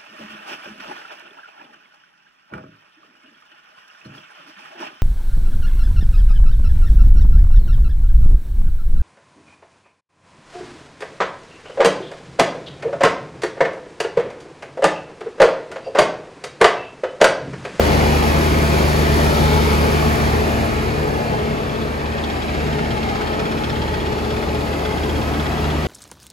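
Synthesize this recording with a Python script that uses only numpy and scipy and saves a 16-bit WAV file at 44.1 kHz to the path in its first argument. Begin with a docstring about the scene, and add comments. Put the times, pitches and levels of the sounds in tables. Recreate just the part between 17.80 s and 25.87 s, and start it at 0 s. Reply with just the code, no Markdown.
"""Walking past a screening plant

A tracked machine that sifts stone runs in a concrete yard. Its diesel rumbles, roars and clatters,
a nine-piston hydraulic pump hums and whines, a shaking screen box throws its mesh against the frame
once a turn, and belts hiss over rollers. The listener walks away from the engine and along the side,
while bands of pitch briefly swell and fade. Two spaced microphones hear it all."""
import sys
import numpy as np
from scipy import signal
from scipy.fft import rfft, irfft, next_fast_len
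from scipy.io import wavfile
from scipy.ndimage import uniform_filter1d, map_coordinates

SR = 44100
rng = np.random.default_rng(int(sys.argv[2]) if len(sys.argv) > 2 else 0)


def store_pcm(level_fs):
    """Save levels as 16-bit WAV."""
    pcm = np.round(np.clip(level_fs, -1, 1) * 32767).astype(np.int16)
    wavfile.write(sys.argv[1], SR, np.atleast_2d(pcm).T)


N = 355887
TIME_S = np.arange(N) / SR


def amp(db):
    """Turn decibels into a gain to multiply by."""
    return 10 ** (np.asarray(db) / 20)


def unit(x):
    """Scale a signal to an average strength (rms) of 1."""
    return x / np.sqrt(np.mean(x ** 2) + 1e-20)


def along(points, hz):
    """Read between (pitch_hz, value) points on a log pitch scale."""
    pitches, values = np.transpose(points)
    return np.interp(np.log(hz + 1), np.log(pitches + 1), values)


def curve(points, t=TIME_S):
    """Join (time_s, value) points with straight lines."""
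    return np.interp(t, *np.transpose(points))


def swells(rows):
    """Add up bell-shaped rises and dips in dB."""
    return sum(db * np.exp(-((TIME_S - s) / half) ** 2) for s, half, db in rows)


def spots(table, multiple):
    """The rises and dips in dB that belong to one tone."""
    return swells((s, half, db) for s, half, k, db in table if round(k) == multiple)


def peak(hz, centre, width):
    """The gain of one resonance, 1 at its centre."""
    return 1 / (1 + (2 * (hz - centre) / width) ** 2)


def wobble(rate_hz):
    """A smooth random curve through rate_hz new values a second."""
    values = rng.standard_normal(int(N * rate_hz / SR) + 4)
    return map_coordinates(values, [TIME_S * rate_hz])


def filtered(x, response):
    """Scale each frequency in x by response(hz)."""
    size = next_fast_len(N + SR // 2)
    return irfft(rfft(x, size) * response(np.fft.rfftfreq(size, 1 / SR)), size)[..., :N]


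# How alike noise is at the two microphones (1 is identical): pitch_hz, likeness
LIKENESS = [(70, .95), (200, .84), (420, .68), (900, .62), (1500, .52), (1900, .35), (2600, .72),
            (3100, .66), (3600, .38), (4400, .76), (5700, .1), (6600, .88), (9000, .88)]
def noise(colour, patchy_db):
    """Stereo noise shaped by the gain colour(hz); echoes off steel panels shift it in random patches."""
    spectrum = signal.stft(rng.standard_normal((2, N)), nperseg=2048)[2]
    patches = uniform_filter1d(rng.standard_normal(spectrum.shape[1:]), size=4, axis=0, mode="wrap")
    patches = uniform_filter1d(patches, size=14, axis=1, mode="wrap")
    pair = signal.istft(spectrum * amp(patchy_db * unit(patches)), nperseg=2048)[1][:, :N]
    spread = lambda hz: np.arccos(np.clip(along(LIKENESS, hz), 0, .995)) / 2
    mid = filtered(pair[0], lambda hz: colour(hz) * np.cos(spread(hz)))
    side = filtered(pair[1], lambda hz: colour(hz) * np.sin(spread(hz)))
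    return unit(np.array([mid + side, mid - side]))


def band(spectrum, patchy_db):
    """Stereo noise shaped by (pitch_hz, level_db) points."""
    return noise(lambda hz: amp(along(spectrum, hz)), patchy_db)


def tone(turns, multiple, waver, flutter_hz=9):
    """A tone at a multiple of a turning rate; shifting echoes make it waver at each microphone."""
    shared = wobble(flutter_hz) + 1j * wobble(flutter_hz)
    separate = np.array([wobble(5) + 1j * wobble(5) for _ in range(2)])
    steady = np.exp(2j * np.pi * (multiple * turns + rng.random()))
    return unit(np.real((1 + waver * (shared + .5 * separate)) * steady))


def tones(turns, table, waver):
    """Add up a table of (multiple, level_db) tones."""
    return sum(amp(db) * tone(turns, multiple, waver) for multiple, db in table)


# How openly the engine bay is heard; the chassis hides it most near 4 s: time_s, level_db
ENGINE_BAY = [(0, -29), (1.1, -33), (1.9, -33), (2.7, -36.5), (3.5, -41.5), (4.15, -45.5), (4.7, -43),
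              (6.4, -42), (7.4, -42), (8.07, -39.5)]
def bay_fall_db():
    """How far the engine bay's sound has dropped below its loudest."""
    bay_db = curve(ENGINE_BAY)
    return bay_db - bay_db.max()


# Which way the listener is turned (0 side-on, 1 facing the machine): time_s, facing
FACING = [(0, 0), (5.6, 0), (6.6, 0.56), (8.07, 1)]
def walk_gain(near_db, fall_share, facing_db=0):
    """A sound follows a share of the bay's drop and changes by facing_db as the listener turns."""
    return amp(near_db + fall_share * bay_fall_db() + facing_db * curve(FACING))


def bass_gain():
    """Bass bends round the chassis, so it follows less than half of the bay's drop."""
    return walk_gain(near_db=-20.5, fall_share=0.45)


def throb(firings, depth):
    """A gain that swells at each firing; the swells blur with distance."""
    return 1 + depth * amp(bay_fall_db()) * np.cos(2 * np.pi * firings)


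# The engine's higher tones, relative to its roar: firing_multiple, level_db
ENGINE_TONES = [(4, -14.5), (4.5, -17), (5, -13.5), (6, -23.5), (7.5, -19.5), (9, -13.5), (24, -28)]
# The colours of the block's rumble, the air's roar and the metal clatter: pitch_hz, level_db
RUMBLE_COLOUR = [(15, -29), (30, -21), (43, -10), (62, 2.5), (100, -1.5), (140, 1), (270, -0.5), (370, -2),
                 (440, -1), (520, -11), (700, -19.5), (1500, -66)]
ROAR_COLOUR = [(200, -17), (340, -4.5), (430, 1.5), (520, 1), (720, -1), (860, 0), (960, -3.5),
               (1280, -5.5), (1600, -25.5), (3000, -61)]
CLATTER_COLOUR = [(500, -43), (1000, -3.5), (1450, 3.5), (1800, 4), (2450, 0), (3000, -3.5), (4000, -6.5),
                  (4900, -8.5), (5800, -16.5), (7000, -16.5), (9000, -23), (12500, -23.5), (15700, -52)]
# Clatter swelling through gaps in the panels: middle_s, half_length_s, boost_db
CLATTER_SWELLS = [(.1, 0.18, 1), (2.55, 0.26, 0.5), (4.9, 0.64, 1)]
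def engine(firings):
    """The diesel drones, its block rumbles and clatters at each firing, and the cooling air roars."""
    roar_gain = walk_gain(near_db=-20.5, fall_share=0.51, facing_db=-0.26)
    clatter_gain = walk_gain(near_db=-25, fall_share=0.55, facing_db=-0.3) * amp(swells(CLATTER_SWELLS))
    drone = roar_gain * tones(firings, ENGINE_TONES, waver=0.33)
    rumble = bass_gain() * band(RUMBLE_COLOUR, patchy_db=0.5) * throb(firings, depth=0.051)
    roar = roar_gain * band(ROAR_COLOUR, patchy_db=1.87)
    clatter = clatter_gain * band(CLATTER_COLOUR, patchy_db=2.0) * throb(firings, depth=0.13)
    return drone + rumble + roar + clatter


# The exhaust's low tones: firing_multiple, near_db, fall_share, facing_db, waver
EXHAUST_TONES = [(1, -19, 0.81, 2, 0.065), (2, -22, 0.81, 0.5, 0.2), (3, -27, 0.44, -2.5, 0.088)]
# Spots where a tone and its panel echo add or cancel: middle_s, half_length_s, multiple, change_db
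EXHAUST_SPOTS = [(.3, 0.44, 1, -1.5), (1.9, 0.82, 1, 2.4), (2.95, .25, 1, -2.5), (3.6, 0.34, 1, -6),
                 (4.35, .2, 1, 3.5), (7.5, .4, 1, 1), (5.55, 0.26, 1, -11), (6.35, .35, 1, -2),
                 (0, 0.54, 2, -5.5), (1.7, 0.54, 2, 2), (2.72, 0.17, 2, -8), (3.7, 0.55, 2, 2),
                 (7.9, .3, 2, 2), (4.5, 0.14, 2, -19), (4.9, .15, 2, 3.5), (5.8, .15, 2, 4),
                 (5.45, 0.14, 2, -15), (6.35, 0.37, 2, -8), (7.1, .3, 2, -4.5), (1.65, 0.44, 3, 2),
                 (2.7, 0.23, 3, 4.5), (3.9, .3, 3, 1), (5.15, .2, 3, 2.5), (5.8, 0.34, 3, 3),
                 (6.17, .12, 3, -10), (7.15, 0.15, 3, -10)]
def exhaust(firings):
    """The exhaust hums at one, two and three times the firing rate, fading along the walk."""
    hum = 0
    for multiple, near_db, fall_share, facing_db, waver in EXHAUST_TONES:
        gain = walk_gain(near_db, fall_share, facing_db) * amp(spots(EXHAUST_SPOTS, multiple))
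        hum += gain * tone(firings, multiple, waver)
    return hum


# The pump's higher tones, relative to the engine's rumble: shaft_multiple, level_db
PUMP_TONES = [(4, -18.5), (27, -20)]
# Loud and dead spots of the whine: middle_s, half_length_s, shaft_multiple, change_db
WHINE_SPOTS = [(1.72, 0.28, 9, 6.5), (3.1, 0.48, 9, 3), (4.5, 0.36, 9, -8.5), (6.4, 1, 9, 2),
               (.5, .45, 18, 9), (1.85, 0.73, 18, 6.5), (3.42, .24, 18, 11), (4.4, 0.27, 18, -9),
               (5.9, .35, 18, 5), (6.5, 0.15, 18, -12), (7.8, .5, 18, 2)]
def pump(shaft_hz=47.25):
    """The shaft hums; nine pistons a turn give a rough, fluttering whine."""
    turns = np.cumsum(shaft_hz + 0.092 * wobble(3)) / SR
    hum = amp(-11) * tone(turns, 1, waver=0.19) + tones(turns, PUMP_TONES, waver=1.0)
    whine = amp(-33.5 + spots(WHINE_SPOTS, 9)) * tone(turns, 9, waver=.5, flutter_hz=16)
    octave = amp(-39 + spots(WHINE_SPOTS, 18)) * tone(turns, 18, waver=.75, flutter_hz=26)
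    return bass_gain() * hum + whine + octave


SCREEN_HZ = 16.46  # turns a second of the shaft that shakes the screen box
# The pitches at which the mesh rings: pitch_hz, width_hz, boost_db
MESH_NOTES = [(2570, 150, 8.1), (3170, 180, 4), (3500, 260, 2.3), (3920, 130, 4.8), (4270, 160, 3.5),
              (5200, 120, 8)]
def mesh_noise(spectrum, patchy_db):
    """Noise made metallic by the mesh's resonances."""
    boost_db = lambda hz: sum(db * peak(hz, centre, width) for centre, width, db in MESH_NOTES)
    return noise(lambda hz: amp(along(spectrum, hz) + boost_db(hz)), patchy_db)


# The colour of the loose mesh's rattle: pitch_hz, level_db
RATTLE_COLOUR = [(400, -10), (900, -15), (1300, 15.5), (2000, 8), (2800, -9), (3400, -9), (4400, -14),
                 (5400, -9), (7000, -14), (12000, -21), (15700, -38)]
def mesh_rattle(turns, rise_s=0.0085):
    """The loose mesh rattles in one uneven burst each turn."""
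    rise = (turns % 1) / SCREEN_HZ / rise_s
    burst = rise * np.exp(-rise ** 1.52 / 2)
    roughness = amp(2.2 * wobble(16) + 1.5 * wobble(500))
    return unit(burst * roughness) * mesh_noise(RATTLE_COLOUR, patchy_db=1.7)


# Strikes with a set force, most of them extra hard: time_s, force_db
HARD_STRIKES = [(4.02, 3), (4.27, 3.5), (4.39, 3.5), (4.446, 6), (4.507, 5), (4.629, 5), (4.75, 2),
                (5.113, 6), (5.23, 4), (5.302, 4), (5.355, 1), (5.475, 2), (5.839, 4.5), (5.903, 3),
                (5.958, 1), (6.27, 2.5), (6.51, 1), (7.239, 2.5), (7.299, 2), (7.36, 0), (7.42, 2),
                (7.911, 4)]
def mesh_strikes(turns, scatter_db=1.2, delay_s=0.0029, rise_s=0.0011, rebound_s=0.0069):
    """The loudness shape of the mesh hitting its frame each turn: a blow, a rebound, a short ring."""
    turn = turns.astype(int)
    force_luck, rebound_luck = rng.standard_normal((turn[-1] + 1, 2)).T
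    force_db = scatter_db * force_luck
    for s, db in HARD_STRIKES:
        force_db[int(s * SCREEN_HZ)] = db
    age_s = (turns % 1) / SCREEN_HZ - delay_s
    pulse = lambda t, decay_s: np.clip(t / rise_s, 0, 1) * np.exp(-np.abs(t) / decay_s)
    blow = pulse(age_s, decay_s=0.0039)
    rebound = amp(3) * pulse(age_s - rebound_s * (1 + 0.24 * rebound_luck[turn]), decay_s=0.0039)
    ring = amp(-1.5) * pulse(age_s, decay_s=0.022)
    return amp(force_db[turn]) * unit(np.sqrt(blow ** 2 + rebound ** 2 + ring ** 2))


# The colour of each strike's tick: pitch_hz, level_db
TICK_COLOUR = [(1500, -9), (2700, -5), (3300, -2), (4400, -5), (5300, -8), (6200, -15.5), (15000, -40)]
# The tones of the shaking box: shaft_multiple, level_db
BOX_TONES = [(2, -32), (5, -13), (7, -9.5)]
# How loud the chatter, the mesh's ring and the box's hum are along the walk: time_s, level_db
CHATTER_LEVEL = [(0, -42), (3.4, -49), (4.3, -42), (5.4, -37.5), (6.6, -39.5), (8.07, -41)]  # loudest once the listener has rounded the chassis
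RING_LEVEL = [(0, -62), (4.4, -49.5), (5.9, -45), (6.5, -49), (7.3, -41.5), (7.7, -46.5), (8.07, -44.5)]  # clearest from in front
HUM_LEVEL = [(0, -32), (2.7, -20.5), (4.6, -36), (5.6, -25.5), (7.3, -25), (8.07, -34)]
def screen_box():
    """An off-centre shaft shakes the humming box and throws the mesh: bright ticks over a dull rattle."""
    turns = TIME_S * SCREEN_HZ
    rattle = mesh_rattle(turns)
    strikes = mesh_strikes(turns)
    ticks = amp(-5) * strikes * mesh_noise(TICK_COLOUR, patchy_db=2.0)
    ring_colour = lambda hz: peak(hz, centre=3330, width=830) ** 2
    ring = amp(curve(RING_LEVEL)) * strikes * noise(ring_colour, patchy_db=4.5)
    hum = amp(curve(HUM_LEVEL)) * tones(turns, BOX_TONES, waver=0.3)
    return amp(curve(CHATTER_LEVEL)) * (rattle + ticks) + ring + hum


# The colour of the belts' hiss: pitch_hz, level_db
HISS_COLOUR = [(2000, -28), (4500, 7), (6000, 5.5), (7200, -.5), (10000, -2), (11000, 5), (12000, -0.5),
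               (13000, 3), (14400, -5.5), (15700, -5.5)]
# How the hiss falls and rises along the walk, before its boost: time_s, level_db
HISS_LEVEL = [(0, -43), (1.7, -42), (2.31, -43.5), (3.57, -55.5), (4.27, -59), (4.72, -57), (6.14, -56),
              (7.48, -51.5), (8.07, -52.5)]
def belts(boost_db=8.5):
    """Gritty rubber hisses over the rollers."""
    grit = amp(.9 * wobble(400) + .4 * wobble(25) + .25 * wobble(8))
    return amp(curve(HISS_LEVEL) + boost_db) * unit(grit * band(HISS_COLOUR, patchy_db=1))


# The middle of a sliding, slightly louder band of metallic rasp: time_s, pitch_hz
RASP_PITCH = [(0, 2460), (.9, 2430), (1.5, 2070), (2.6, 2330), (3.3, 2270), (4.5, 2550), (5.2, 2350),
              (6.6, 2640), (8.07, 2650)]
# Pitch bands that briefly swell or fade in the machine's sound during the walk:
# middle_s, half_length_s, pitch_hz, width_hz, change_db
COLOUR_SWELLS = [(0.052, 0.17, 1400, 510, 1.5), (1.9, 0.58, 425, 60, 3), (1.65, 0.66, 3800, 1700, 3),
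                 (1.77, .35, 1400, 600, 3), (2.43, .25, 1780, 420, 3), (2.9, 0.28, 294, 46, 2.5),
                 (0.66, 0.61, 3300, 300, 3.5), (2.6, .45, 3400, 400, 2), (0.84, .35, 356, 45, 5),
                 (2.1, 0.33, 830, 100, 1), (3.6, .45, 540, 55, 1.5), (5.2, .9, 770, 85, 5),
                 (3.44, 0.23, 790, 110, 4), (4.1, .34, 1820, 200, 2.5), (4.66, .25, 350, 60, 3),
                 (5, 0.32, 470, 160, 1), (4.9, 0.34, 2150, 170, 4), (6, 0.42, 1780, 130, 2),
                 (8.1, .8, 1650, 360, 2), (5.8, .49, 3200, 170, 2), (6.1, 0.51, 694, 54, -4.5),
                 (6.3, 0.54, 1020, 180, -3.5), (2.65, .5, 2200, 400, 0.5), (1.24, .2, 1950, 250, 2),
                 (7.1, .4, 1020, 200, 2.5), (7.04, .7, 290, 54, 4.5), (7.86, 0.45, 490, 100, -5.5),
                 (7.74, 0.37, 870, 200, -3), (1.3, 0.23, 2600, 350, -0.5), (0.68, 0.46, 464, 70, -3)]
def shift_colour(sound, rasp_db=1.5, rasp_width_hz=500):
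    """A band of rasp slides up and down while other pitch bands briefly swell or fade."""
    hz, t, spectrum = signal.stft(sound, SR, nperseg=4096)
    hz = hz[:, None]
    change_db = rasp_db * peak(hz, curve(RASP_PITCH, t), rasp_width_hz)
    for s, half, centre, width, db in COLOUR_SWELLS:
        change_db += db * peak(hz, centre, width) * np.exp(-((t - s) / half) ** 2)
    return signal.istft(spectrum * amp(change_db), SR, nperseg=4096)[1][:, :N]


# How far the left microphone's wave runs ahead of the right's: pitch_hz, side_on_rad, facing_rad
LEFT_LEAD = [(0, 0, 0), (130, .4, .1), (400, 1.1, .7), (800, 1.8, 1.1), (1550, 2.7, 1.8), (2000, 4.2, 5.3),
             (2450, 6.5, 6.7), (3500, 7.5, 6.8), (4000, 6.1, 6.2), (5200, 7.1, 6.5), (6200, 6.2, 6.2),
             (7400, 6.2, 6.2), (9000, 3.14, 3.14), (15000, -6.2, -6.2)]
# How much louder the left microphone is: pitch_hz, left_minus_right_db
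LEFT_LOUDER = [(60, -3.5), (110, 3.5), (200, 0), (380, 2.5), (700, 5), (1290, -0.5), (2380, -0.5),
               (4400, 2), (8120, -0.5), (15000, 1)]
def microphones(sound):
    """Sound reaches the two microphones at different times and levels; turning shifts the timing."""
    hz, t, spectrum = signal.stft(sound, SR, nperseg=2048)
    pitches, side_on, head_on = np.transpose(LEFT_LEAD)
    facing = curve(FACING, t)
    lead = np.outer(np.interp(hz, pitches, side_on), 1 - facing)
    lead += np.outer(np.interp(hz, pitches, head_on), facing)
    left = amp(along(LEFT_LOUDER, hz) / 2)[:, None] * np.exp(1j * lead / 2)
    return signal.istft(spectrum * np.array([left, 1 / left]), SR, nperseg=2048)[1][:, :N]


FIRING_HZ, LEAVE_S, WALK_M_PER_S, SOUND_M_PER_S = 75.02, 2.41, 1.15, 343
def scene():
    """All parts of the machine run at once, heard along the walk."""
    # walking away lowers the engine's pitch a little
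    doppler = 1 - (TIME_S > LEAVE_S) * WALK_M_PER_S / SOUND_M_PER_S
    firings = np.cumsum(FIRING_HZ * doppler + 0.072 * wobble(4)) / SR
    machine = engine(firings) + exhaust(firings) + pump() + screen_box() + belts()
    return microphones(shift_colour(machine))


def record(dry, top_hz=15800):
    """Cut away the very highest treble."""
    return filtered(dry, lambda hz: hz < top_hz)


dry = scene()
out = record(dry)
store_pcm(out)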